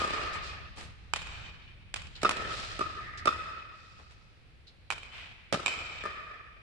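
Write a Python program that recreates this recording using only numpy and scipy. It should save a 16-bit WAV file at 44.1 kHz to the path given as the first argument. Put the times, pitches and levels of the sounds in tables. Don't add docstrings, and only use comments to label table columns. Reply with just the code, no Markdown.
import sys
import numpy as np
from scipy import signal
from scipy.fft import rfft, irfft, next_fast_len
from scipy.io import wavfile
from scipy.ndimage import uniform_filter1d, map_coordinates

SR = 44100
rng = np.random.default_rng(int(sys.argv[2]) if len(sys.argv) > 2 else 0)


def log_audio(samples):
    frames = np.atleast_2d(samples).T
    limited = np.clip(frames, -1, 1)
    pcm = np.round(limited * 32767).astype(np.int16)
    wavfile.write(sys.argv[1], SR, pcm)


N = 291931
POP_T = np.arange(SR // 10) / SR


def amp(db):
    return 10 ** (np.asarray(db) / 20)


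def unit(x):
    return x / np.sqrt(np.mean(x ** 2) + 1e-20)


def along(points, hz):
    freqs, values = np.transpose(points)
    return np.interp(np.log(hz + 1), np.log(freqs + 1), values)


def filtered(x, response):
    n = x.shape[-1]
    padded = next_fast_len(n + SR // 10)
    return irfft(rfft(x, padded) * response(np.fft.rfftfreq(padded, 1 / SR)), padded)[..., :n]


def add(out, start_s, sound, pan_db=0):
    start = round(start_s * SR)
    panned = sound * amp([[pan_db / 2], [-pan_db / 2]])
    piece = panned[:, max(-start, 0):N - start]
    out[:, max(start, 0):][:, :piece.shape[1]] += piece


def lumps(shape, frames):
    rows, cols = np.indices(shape)
    knots = rng.standard_normal(shape)
    return unit(map_coordinates(knots, [rows, cols / frames], order=1))


# freq_hz, correlation
STEREO_LIKENESS = [(30, 0.027), (120, 0.65), (400, 0.55), (1000, 0), (2500, 0), (12000, 0)]

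def diffuse(spectrum, n):
    def mid_side_gains(hz):
        angle = np.arccos(np.clip(along(STEREO_LIKENESS, hz), -1, 1)) / 2
        return amp(along(spectrum, hz)) * [np.cos(angle), np.sin(angle)]
    mid, side = filtered(rng.standard_normal((2, n)), mid_side_gains)
    return unit(np.array([mid + side, mid - side]))


# freq_hz, density_db
AIR_SPECTRUM = [(20, -12.5), (45, -3), (90, -4.5), (150, -13.5), (250, -22.5), (500, -25.5), (1000, -31),
                (2400, -26.5), (4500, -36), (6500, -48), (9000, -48.5), (12000, -56.5)]
# time_s, gain_db
RUMBLE_RIDE = [(0.1, -50.5), (0.78, -51), (3.43, -52.5), (3.45, -57), (6.5, -57.5)]

def ventilation():
    air = diffuse(AIR_SPECTRUM, N)
    rumble = filtered(air, lambda hz: 1 / (1 + (hz / 220) ** 4))
    hiss = air - rumble
    drone = unit(filtered(rng.standard_normal(N), lambda hz: 1 / (1 + ((hz - 73) / 3) ** 2)))
    ride = amp(np.interp(np.arange(N) / SR, *np.transpose(RUMBLE_RIDE)))
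    return ride * (amp(2.5) * unit(rumble) + amp(-10) * drone) + amp(-53) * hiss


# freq_hz, density_db
HALL_SPECTRUM = [(60, -4.5), (250, -10.5), (600, -4), (1000, -3.5), (1300, 1.5), (2500, 3), (4500, 1.5),
                 (7500, -4), (11500, -8)]
# freq_hz, t60_s
HALL_DECAY = [(100, 0.96), (400, 1.4), (1300, 1.654), (2600, 2.38), (5000, 1.6), (8000, 0.76),
              (12000, 0.61)]

def hall_tail(colour, near_db=0, far_db=0, near_t60_s=0.319, far_wall_s=0.2554, onset_s=0.046):
    noise = filtered(diffuse(HALL_SPECTRUM, 2 * SR), colour)
    hz, t, bands = signal.stft(noise, SR, nperseg=256)
    rise = np.minimum(t / far_wall_s, 1)
    swell_db = 3 * (rise - 1)
    air_loss_db = 7 * rise * hz[:, None] / 10000
    decay_db = 60 * np.maximum(t - far_wall_s, 0) / along(HALL_DECAY, hz)[:, None]
    wash = amp(far_db - 3.5 + swell_db - air_loss_db - decay_db)
    near = amp(near_db + 5.5 - 60 * t / near_t60_s)
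    clumps_db = 1.2 * lumps((1, len(t)), 4) + 1.8 * lumps(wash.shape, 7) + 1.1 * lumps((len(hz), 1), 1)
    envelope = np.hypot(wash, near) * (1 - np.exp(-t / onset_s)) * amp(clumps_db)
    return signal.istft(bands * envelope, SR, nperseg=256)[1] / np.sqrt(SR / 4)


# freq_hz, density_db
CRACK_SPECTRUM = [(100, 11), (500, 6.5), (1500, 2), (3000, 0), (5000, -3.5), (6300, -8.5), (7600, -6),
                  (10500, -16), (13000, -38.5)]

def crack(t60_s, rise_s):
    noise = diffuse(CRACK_SPECTRUM, len(POP_T))
    return noise * amp(-60 * POP_T / t60_s) * (1 - np.exp(-POP_T / rise_s))


def pop_reverb(tones, crack_db, near_db, far_db, low_cut_hz):
    tone_power = np.sum(np.abs(rfft(np.array(tones)[:, 0])) ** 2, axis=0)
    tone_hz = np.fft.rfftfreq(len(POP_T), 1 / SR)
    def colour(hz):
        low_cut = hz ** 2 / np.hypot(hz ** 2, low_cut_hz ** 2)
        crack_power = amp(crack_db + along(CRACK_SPECTRUM, hz)) ** 2
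        return low_cut * np.sqrt(np.interp(hz, tone_hz, tone_power) + crack_power)
    return hall_tail(colour, near_db, far_db)


# start_s, length_s, level_db, centre_hz, half_width_octaves
SHOE_SCUFFS = [(0.326, 0.045, -49, 5650, 1.1), (0.418, 0.11, -47.5, 4400, 0.576),
               (0.757, 0.11, -47, 3030, 3.2), (2.15, 0.03, -46.5, 3960, 0.39),
               (2.214, 0.019, -43, 3000, 1.2), (2.475, 0.31, -44.5, 4270, 0.74),
               (2.978, 0.38, -46, 1880, 0.15), (3.172, 0.029, -47.5, 4740, 0.52),
               (3.699, 0.5, -61, 4750, 0.46), (3.988, 0.035, -50.5, 600, 2.1),
               (4.105, 0.034, -55, 2970, 1.7), (4.668, 0.031, -50.5, 4130, 0.257),
               (5.104, 0.23, -47.5, 2560, 0.53)]

def shoes():
    out = np.zeros((2, N))
    t = np.arange(SR) / SR
    for start_s, length_s, level_db, centre_hz, octaves in SHOE_SCUFFS:
        band = lambda hz: 1 / (1 + (np.log2((hz + 1) / centre_hz) / octaves) ** 2)
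        grit = amp(2.1 * unit(uniform_filter1d(rng.standard_normal(SR), size=100)))
        rub = unit(grit * filtered(diffuse(CRACK_SPECTRUM, SR), band))
        slide = 3 * t / length_s
        add(out, start_s, amp(level_db) * rub * slide * np.exp(1 - slide))
    reverb = signal.fftconvolve(out, hall_tail(np.ones_like), axes=1)[:, :N]
    return out + amp(-7) * reverb


def ring(modes, pitch=1, contact_s=0.00079, scatter_db=0.52, spread_s=0.00015, alternate=False):
    out = np.zeros((2, len(POP_T)))
    for k, (hz, level_db, t60_s) in enumerate(modes):
        t = np.maximum(POP_T - rng.uniform(0, 2 * spread_s, (2, 1)), 0)
        decay = amp(level_db + scatter_db * rng.normal() - 60 * t / t60_s)
        attack = 1 - np.exp(-t / contact_s)
        sign = (-1) ** k if alternate else 1
        out += sign * attack * decay * np.sin(2 * np.pi * hz * pitch * t)
    return out


def thinned(pop, low_cut_hz):
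    return filtered(pop, lambda hz: (1j * hz / (low_cut_hz + 1j * hz)) ** 2)


def reflected(pop, dull_hz):
    return filtered(pop, lambda hz: 1 / (1 + 1j * hz / dull_hz))


CURTAIN_DELAY_S, CURTAIN_PAN_DB = 0.0073, 4
# lag_s, level_db, shell_lift_db, pan_db
BOUNCE_ECHOES = [(0, -5, 0, -4), (.007, -13, -11, 2), (.058, -15, 3, -3.5), (0.109, -20, 9.5, -5.5)]

def bounce_paths(roof_s, roof_db, curtain_db):
    train = [(roof_s + lag_s, roof_db + level_db, lift_db, pan_db)
             for lag_s, level_db, lift_db, pan_db in BOUNCE_ECHOES]
    return [(CURTAIN_DELAY_S, curtain_db, 5.5, CURTAIN_PAN_DB)] + train


# pitch_hz, level_db, t60_s
SHELL_MODES = [(2327, -2, 0.018), (2500, -0.5, 0.022), (3060, -2.5, 0.017), (3650, -5, 0.0095),
               (5710, -19.5, 0.015), (7500, -3, 0.011), (9196, -20, .005)]
# pitch_hz, level_db, t60_s
KNOCK_MODES = [(1015, -2, 0.0048), (1230, -9.5, 0.0079)]
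# start_s, shell_db, knock_db, crack_db, low_cut_hz, near_wall_db, far_wall_db, pan_db,
# roof_delay_s, roof_db, curtain_db
BALL_BOUNCES = [(1.1357, -20, -12, -19, 660, 0, -2, -5, 0.0238, -3, -21),
                (1.9408, -26.5, -19, -22.5, 833, 2.5, -5.5, -5.5, 0.01897, -2.5, -26),
                (2.2926, -21, -11.5, -17, 300, -9, -4, -2.5, .017, -2.5, -22),
                (4.903, -26.5, -12.5, -25, 650, 3, -1, -13, .019, 0, -4.5),
                (5.6607, -21, -13.5, -24.5, 480, 11, 3, -13, 0.019, 1.5, -5.5)]

def ball():
    out = np.zeros((2, N))
    for (start_s, shell_db, knock_db, crack_db, low_cut_hz, near_db, far_db, pan_db,
         roof_s, roof_db, curtain_db) in BALL_BOUNCES:
        shell = amp(shell_db) * ring(SHELL_MODES, contact_s=0.0006, scatter_db=-1.1, spread_s=0.000202)
        knock = amp(knock_db) * ring(KNOCK_MODES, contact_s=0.00026)
        snap = amp(crack_db + 1.5) * crack(t60_s=0.015, rise_s=0.0005)
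        add(out, start_s, thinned(shell + knock + snap, low_cut_hz), pan_db)
        sends = [amp(-3) * shell, amp(-4.5) * knock]
        add(out, start_s, pop_reverb(sends, crack_db + 19.5, near_db, far_db, low_cut_hz))
        for delay_s, echo_db, lift_db, echo_pan_db in bounce_paths(roof_s, roof_db, curtain_db):
            scatter = amp(crack_db) * crack(t60_s=0.05, rise_s=0.0007)
            focused = filtered(shell, lambda hz: 1 + (amp(lift_db) - 1) / (1 + (hz / 3000) ** 8))
            echo = thinned(focused + knock + scatter, low_cut_hz)
            add(out, start_s + delay_s, amp(echo_db) * reflected(echo, dull_hz=9500), echo_pan_db)
    return out


# delay_s, level_db, ping_lift_db, pan_db
ROOF_ECHOES = [(0.0163, -1, 8.5, -1), (0.0213, -5, 15.5, -1.5), (0.032, -9.5, 13.5, 2)]
# delay_s, level_db, ping_lift_db, pan_db
END_WALL_ECHO = (0.07, -19, 18, 6.5)

def stroke_paths(roof_db, beam_db, flutter_db, curtain_db):
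    roof = [(delay_s, roof_db + level_db, beam_db + lift_db, pan_db)
            for delay_s, level_db, lift_db, pan_db in ROOF_ECHOES]
    first_s, trip_s, trip_loss_db = 0.046, 0.0295, 1.5
    flutter = [(first_s + k * trip_s, flutter_db - k * trip_loss_db, beam_db - 1.5, 0) for k in range(5)]
    return roof + flutter + [(CURTAIN_DELAY_S, curtain_db, 0, -CURTAIN_PAN_DB), END_WALL_ECHO]


# pitch_hz, level_db, t60_s
FACE_MODES = [(1222.5, -18, 0.064), (1262, 0, 0.029), (2526, -12.5, 0.021), (3570, -23.5, 0.033),
              (5060, -20, 0.024)]
# pitch_hz, level_db, t60_s
BENDING_MODES = [(173.3, -7.5, 0.018), (328.4, -3.5, 0.019), (412, -1, 0.013), (623, -8.5, 0.0231)]
# pitch_hz, level_db, t60_s
EDGE_MODES = [(1777, -2, 0.016), (2424, -6.5, 0.012)]
# start_s, ping_db, thud_db, crack_db, edge_db, face_pitch_ratio, low_cut_hz, near_wall_db,
# far_wall_db, pan_db, roof_db, upward_beam_db, flutter_db, curtain_db
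PADDLE_STROKES = [(-.03, -22, -13.5, -22.5, -26.5, .98, 194.6, 9, 6, 5, -29, 9.5, -5.5, -30),
                  (2.2312, -21, -11.5, -21.5, -24, 1.014, 152, 4.5, 1, -3.5, -2, 6.5, -15, -23),
                  (2.7916, -25.5, -19, -32.5, -29, 1, 210, 5.5, .5, -8.5, 0.5, 0, -15.5, -17),
                  (3.2557, -18.5, -17.5, -25.5, -49, 1.005, 231, 6, -1, -5.5, 3.5, -1.5, -14, -10.5),
                  (5.5252, -26.5, -16.5, -19.5, -43, 1.02, 109, -1.5, -3.5, -4, -1, -3.5, -15.5, -2.5),
                  (6.0369, -30.5, -26, -39, -27.5, .98, 228, 9.5, 5.5, 2, 4, -4.5, -10, -12)]

def paddles():
    out = np.zeros((2, N))
    for (start_s, ping_db, thud_db, crack_db, edge_db, pitch, low_cut_hz, near_db, far_db, pan_db,
         roof_db, beam_db, flutter_db, curtain_db) in PADDLE_STROKES:
        ping = amp(ping_db) * ring(FACE_MODES, pitch, contact_s=0.0017, spread_s=0.00018)
        thud = amp(thud_db) * ring(BENDING_MODES, contact_s=0.0012, spread_s=0.00029, alternate=True)
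        edge = amp(edge_db) * ring(EDGE_MODES)
        snap = amp(crack_db) * crack(t60_s=0.029, rise_s=0.00041)
        add(out, start_s, thinned(ping + thud + edge + snap, low_cut_hz), pan_db)
        sends = [amp(7) * ping, amp(-1) * thud, amp(5.5) * edge]
        add(out, start_s, pop_reverb(sends, crack_db + 23, near_db, far_db, low_cut_hz))
        paths = stroke_paths(roof_db, beam_db, flutter_db, curtain_db)
        for delay_s, echo_db, lift_db, echo_pan_db in paths:
            scatter = amp(crack_db - 0.5) * crack(t60_s=0.04, rise_s=0.0007)
            echo = thinned(amp(lift_db) * ping + thud + edge + scatter, low_cut_hz)
            add(out, start_s + delay_s, amp(echo_db) * reflected(echo, dull_hz=5090), echo_pan_db)
    return out


def scene():
    return paddles() + ball() + shoes() + ventilation()


def suppressor(x, threshold_db=-61, knee_db=3.5, range_db=5, smoothing_s=0.044):
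    treble = filtered(x[0], lambda hz: 1 / (1 + (4000 / (hz + 1)) ** 4))
    step = 1 / (smoothing_s * SR)
    power = signal.lfilter([step], [1, step - 1], treble ** 2)
    level_db = 10 * np.log10(np.abs(power) + 1e-12)
    opening = np.tanh((level_db - threshold_db) / knee_db)
    return x * amp(range_db * (opening - 0.5) / 2)


def record(dry):
    top_hz = 12452
    return filtered(suppressor(dry), lambda hz: 1 / (1 + (hz / top_hz) ** 60))


dry = scene()
out = record(dry)
log_audio(out)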